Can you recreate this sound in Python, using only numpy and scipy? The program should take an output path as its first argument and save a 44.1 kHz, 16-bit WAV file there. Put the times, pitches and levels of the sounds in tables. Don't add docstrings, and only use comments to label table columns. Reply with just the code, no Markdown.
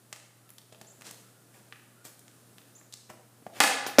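import sys
import numpy as np
from scipy import signal
from scipy.fft import rfft, irfft
from scipy.io import wavfile
from scipy.ndimage import uniform_filter1d

SR = 44100
rng = np.random.default_rng(int(sys.argv[2]) if len(sys.argv) > 2 else 0)


def bounce(signal):
    frames = np.transpose(np.atleast_2d(signal))
    limited = np.clip(frames, -1, 1)
    pcm = np.round(limited * 32767).astype(np.int16)
    wavfile.write(sys.argv[1], SR, pcm)


N = 176400
T = np.arange(N) / SR
AGE = T[:SR // 3]


def amp(db):
    return 10 ** (np.asarray(db) / 20)


def unit(x):
    return x / np.sqrt(np.mean(x ** 2))


def blow(x, db):
    return x * amp(db) * np.sqrt(.005 * SR / np.sum(x ** 2))


def add(out, start_s, x):
    i = int(start_s * SR)
    out[i:i + len(x)] += x[:max(len(out) - i, 0)]


def on_log(hz, points, values):
    return np.interp(np.log(np.maximum(hz, 1)), np.log(points), values)


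def colour(x, points, size=4096):
    hz, db = np.array(points, float).T
    gain = amp(on_log(np.arange(size // 2 + 1) * SR / size, hz, db))
    cepstrum = irfft(np.log(gain))
    cepstrum[1:size // 2] *= 2
    cepstrum[size // 2 + 1:] = 0
    return signal.fftconvolve(x, irfft(np.exp(rfft(cepstrum))))[:len(x)]


def soften(x, hz):
    return signal.sosfilt(signal.butter(2, min(hz, .45 * SR), fs=SR, output="sos"), x)


def even(x, size=30):
    spectrum = rfft(x)
    return irfft(spectrum / np.sqrt(uniform_filter1d(np.abs(spectrum) ** 2, size)), len(x))


def wander(rate_hz, n):
    hold = int(SR / rate_hz)
    steps = np.repeat(rng.standard_normal(n // hold + 1), hold)
    return unit(uniform_filter1d(uniform_filter1d(steps, hold), hold))[:n]


def click(decay_s, grit=4.0):
    spike = blow(1. * (AGE == 0), 0)
    crunch = blow(rng.standard_normal(len(AGE)) * np.exp(-AGE / decay_s), 0)
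    return even(spike + grit * crunch) * np.exp(-AGE / (10 * decay_s))


def ring(tones, wave=np.sin):
    return sum(amp(db) * wave(2 * np.pi * hz * AGE) * np.exp(-np.log(1000) * AGE / ring_s)
               for hz, db, ring_s in tones)


# pitch_hz, gain_db
AIR_TONE = [(40, -45), (80, -3), (140, -2), (220, 0.5), (400, -4.5), (620, -7.5), (950, -12.5), (1450, -11),
            (2200, -18), (6000, -18), (9000, -14), (12000, -17.5), (15000, -21)]


def outdoor_air(level_db=-60.5, waver_db=1.1):
    rush = unit(colour(rng.standard_normal(N), AIR_TONE))
    return rush * amp(level_db - waver_db * wander(5.4, N))


def mains_hum(pitch_hz=120, level_db=-63.5):
    return amp(level_db) * np.sqrt(2) * np.sin(2 * np.pi * pitch_hz * T)


# start_s, length_s, level_db, pitch_hz
WHISTLES = [(.42, 0.11, -69.5, 1330), (1.213, 0.073, -63.5, 1320), (1.351, 0.083, -67, 1396),
            (1.938, 0.12, -67, 1410)]


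def far_whistles():
    out = np.zeros(N)
    for start_s, length_s, db, pitch_hz in WHISTLES:
        n = int(length_s * SR)
        hz = pitch_hz * (1 + 0.043 * wander(300, n))
        add(out, start_s, amp(db) * signal.windows.tukey(n, .6) * np.sin(2 * np.pi * np.cumsum(hz) / SR))
    return out


# start_s, length_s, level_db
CHIRPS_AND_ECHOES = [(.866, 0.029, -55), (0.897, 0.029, -55.5), (2.75, 0.023, -52), (2.778, 0.025, -56)]


def bird(from_hz=5700, to_hz=7530, rise_s=.008, roughness=0.029):
    out = np.zeros(N)
    for start_s, length_s, db in CHIRPS_AND_ECHOES:
        t = T[:int(length_s * SR)]
        sweep_hz = to_hz + (from_hz - to_hz) * np.exp(-t / rise_s)
        hz = sweep_hz * (1 + roughness * wander(1100, len(t)))
        note = np.sin(2 * np.pi * np.cumsum(hz) / SR)
        add(out, start_s, amp(db) * signal.windows.tukey(len(t), .3) * note)
    return out


# pitch_hz, relative_db, ring_s
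GARAGE_RING = [(102, -31, 0.38), (250, -1.5, 0.77), (597, 1.5, 0.75), (1500, -3.5, 0.93), (3270, -1.5, .85),
               (8400, 3.5, 0.5), (15100, 7, 0.31)]
# delay_s, gain_db, brightness_hz
WALL_ECHOES = [(.0075, -21.5, 8500), (0.011, -19.5, 9000), (0.0336, -10, 14000), (0.037, -8, 1300),
               (0.072, -17, 9000)]


def garage(tail_db=-3.5, build_s=0.034, early_db=-6.5, early_s=0.048):
    t = T[:SR]
    hz, db, ring_s = np.array(GARAGE_RING, float).T
    fade = np.exp(-t / .15)
    scatter = even(rng.standard_normal(SR) * fade, size=120) / fade * (t < .8)
    spectrum, bins_hz = rfft(scatter), np.arange(SR // 2 + 1)
    bands = [irfft(spectrum * on_log(bins_hz, hz, share)) for share in np.eye(len(hz))]
    tail = sum(amp(db[k]) * band * np.exp(-np.log(1000) * t / ring_s[k]) for k, band in enumerate(bands))
    tail *= 1 - np.exp(-t / build_s)
    early = even(rng.standard_normal(SR) * np.exp(-t / early_s)) * np.exp(-t / (2 * early_s))
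    out = amp(tail_db) * tail / np.linalg.norm(tail) + amp(early_db) * early / np.linalg.norm(early)
    for delay_s, gain_db, brightness_hz in WALL_ECHOES:
        add(out, delay_s, amp(gain_db) * soften(1. * (AGE == 0), brightness_hz))
    return out


def contact_tone(bass_db, bite_db, treble_db, top_db):
    return [(70, bass_db - 4), (220, bass_db - 0.5), (650, bass_db), (980, bass_db / 2 - 3),
            (1300, 0.0051), (2400, 0), (3600, bite_db), (5500, (bite_db + treble_db) / 2 - 1),
            (8200, treble_db), (11500, top_db), (15000, top_db - 4)]


# start_s, rise_s, decay_s, level_db, bass_db, bite_db, treble_db, top_db
SCUFFS = [(0.722, 0.0031, 0.0065, -47, 13.5, -2, -3, -13), (1.035, 0.034, 0.034, -45.5, 4, 1.5, 1.5, -10),
          (1.53, 0.015, 0.043, -55, 6.5, -7.5, -5, -8), (2.041, 0.011, 0.026, -45, 4, -2.5, 2, -2),
          (3.092, 0.0093, 0.011, -42, 7, -12.5, -9.5, -15),
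          (3.52, 0.074, 0.005, -44, 3.5, -4.5, -10.5, -13)]


def scuffs(grit_db=2):
    out = np.zeros(N)
    for start_s, rise_s, decay_s, db, *tone in SCUFFS:
        grit = rng.standard_normal(len(AGE)) * amp(grit_db * wander(700, len(AGE)))
        swell = np.minimum(AGE / rise_s, 1) * np.exp(-np.maximum(AGE - rise_s, 0) / decay_s)
        add(out, start_s, amp(db) * swell * unit(colour(grit, contact_tone(*tone))))
    return out


BLADE_PITCHES = [285, 660, 815, 885, 1200, 1725, 1770, 2010, 2115, 2535, 2665, 3085, 3945, 4450]
BLADE_LEVELS = [-7.5, -1, 1, 0, 4, 2, -2, 0.5, -0.5, 0.5, 1.5, -0.5, -7, -2.5]


def blade_ring(ring_at_1khz_s=0.053, damping=.3):
    hz = np.array(BLADE_PITCHES)
    ring_s = ring_at_1khz_s * (hz / 1000) ** -damping
    return ring(zip(hz, BLADE_LEVELS, ring_s), np.cos)


# start_s, level_db, bass_db, bite_db, treble_db, top_db, decay_s
TAPS = [(0.1274, -36.5, -1.5, 0, 1.5, -9.5, 0.0031), (0.492, -52.5, 5, 3, -7, 5.5, 0.0024),
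        (.504, -48, -1, -14, 7.5, 8.5, 0.00049), (.583, -47, 1, 10.5, 5, 2.5, 0.0033),
        (.747, -54, 2, 4, -19, -12, 0.00084), (0.8134, -44, 9.5, 1, 0, -6, 0.0048),
        (1.011, -50, -5, -9, -1, -16, 0.0017), (1.02, -47, -4, -2, -8, -8, 0.0023),
        (1.111, -42, 4, 3, 8, 5, 0.0016), (1.7247, -41.5, -11.5, -6.5, -22, -29, 0.003),
        (2.052, -50, 7.5, -11, -2, -1, 0.0011), (2.193, -52.5, -12, 6, 18, 13, 0.0037),
        (2.281, -53, -9, -1, 1, -24, 0.00086), (2.583, -49.5, -3, 2, -9, -8, 0.0024),
        (2.813, -54, 8, -16, -19, -18, 0.0016), (2.925, -46.5, -9, 16, 11, 3, 0.0058),
        (2.935, -48, -8, 27, 14, -3, 0.0013), (2.939, -40.5, -3, 11, 13, 0, .001)]


def taps(ring_db=-10.5):
    out = np.zeros(N)
    for start_s, db, *tone, decay_s in TAPS:
        tap = blow(click(decay_s), 0) + blow(blade_ring(), ring_db)
        add(out, start_s, blow(colour(tap, contact_tone(*tone)), db))
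    return out


# start_s, level_db, pitch_hz
KNOCKS = [(3.423, -51, 263), (3.4658, -34.5, 698)]


def knocks(ring_s=0.021, low_hz=234.5):
    out = np.zeros(N)
    for start_s, db, hz in KNOCKS:
        edge = colour(click(0.006), [(80, -24), (220, 6), (1800, -2), (3500, -13), (12000, -20)])
        body = ring([(hz, 0, ring_s), (low_hz, -18, 2 * ring_s)])
        add(out, start_s, blow(body, db) + blow(edge, db - 11))
    return out


# start_s, thud_db, click_db, rattle_db, rattle_delay_s, rattle_decay_s
LANDINGS = [(3.8644, -43, -29.5, -32.5, 0.0024, 0.02), (3.985, -4.5, -12, -9.5, .005, 0.021)]
# pitch_hz, relative_db, ring_s
THUD_TONES = [(271.5, 3, 0.21), (454, -5, 0.24), (559, 5, 0.16), (988, -2.5, 0.048), (1410, -6, 0.068),
              (1925, -8.5, 0.12), (2910, -13, 0.053)]
# pitch_hz, gain_db
RATTLE_TONE = [(200, -2), (1500, 1.5), (5000, -2.5), (7500, -7), (9500, -3), (15000, -7)]


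def landings():
    out = np.zeros(N)
    thud = soften(ring(THUD_TONES, np.cos), hz=2200)
    for start_s, thud_db, click_db, rattle_db, delay_s, decay_s in LANDINGS:
        edge = colour(click(0.0034), [(100, 6), (500, 22.5), (3000, 6.5), (6000, 11), (14000, -34)])
        add(out, start_s, blow(thud, thud_db) + blow(edge, click_db))
        flutter = rng.standard_normal(len(AGE)) * amp(1.1 * wander(900, len(AGE)))
        rattle = unit(colour(flutter, RATTLE_TONE)) * np.exp(-AGE / decay_s)
        add(out, start_s + delay_s, amp(rattle_db) * rattle)
    return out


# start_s, level_db, brightness_hz
SHOT_HITS = [(3.6033, -16.5, 13810), (3.6049, -22, 4580), (3.6070, -16.5, 1500)]
# pitch_hz, gain_db
CRACK_TONE = [(100, -24), (500, -5.5), (1500, 3), (3500, 6), (6000, -2), (8300, 1), (11000, -4.5),
              (15000, -9.5)]


def slap_shot(ring_start_s=3.6036, ring_db=-13.5):
    out = np.zeros(N)
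    add(out, ring_start_s, blow(blade_ring(), ring_db))
    for start_s, db, brightness_hz in SHOT_HITS:
        crack = colour(click(decay_s=0.00068), CRACK_TONE)
        add(out, start_s, blow(soften(crack, brightness_hz), db))
    return out


def scene():
    # sound, gain_db on its way into the garage
    sources = [(taps() + scuffs(), -2), (knocks(), -5), (slap_shot(), 3.5), (landings(), -5),
               (bird() + far_whistles(), -2)]
    direct = sum(sound for sound, _ in sources)
    into_garage = sum(sound * amp(gain_db) for sound, gain_db in sources)
    echoes = signal.fftconvolve(into_garage, garage())[:N]
    return (direct + echoes + outdoor_air() + mains_hum())[None]


def record(dry, bass_cut_hz=105, top_cut_hz=15400, overload=1.1):
    thin = signal.sosfilt(signal.butter(4, bass_cut_hz, "high", fs=SR, output="sos"), dry)
    rounded = np.tanh(overload * thin) / overload
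    return signal.sosfilt(signal.ellip(10, .2, 80, top_cut_hz, fs=SR, output="sos"), rounded)


dry = scene()
out = record(dry)
bounce(out)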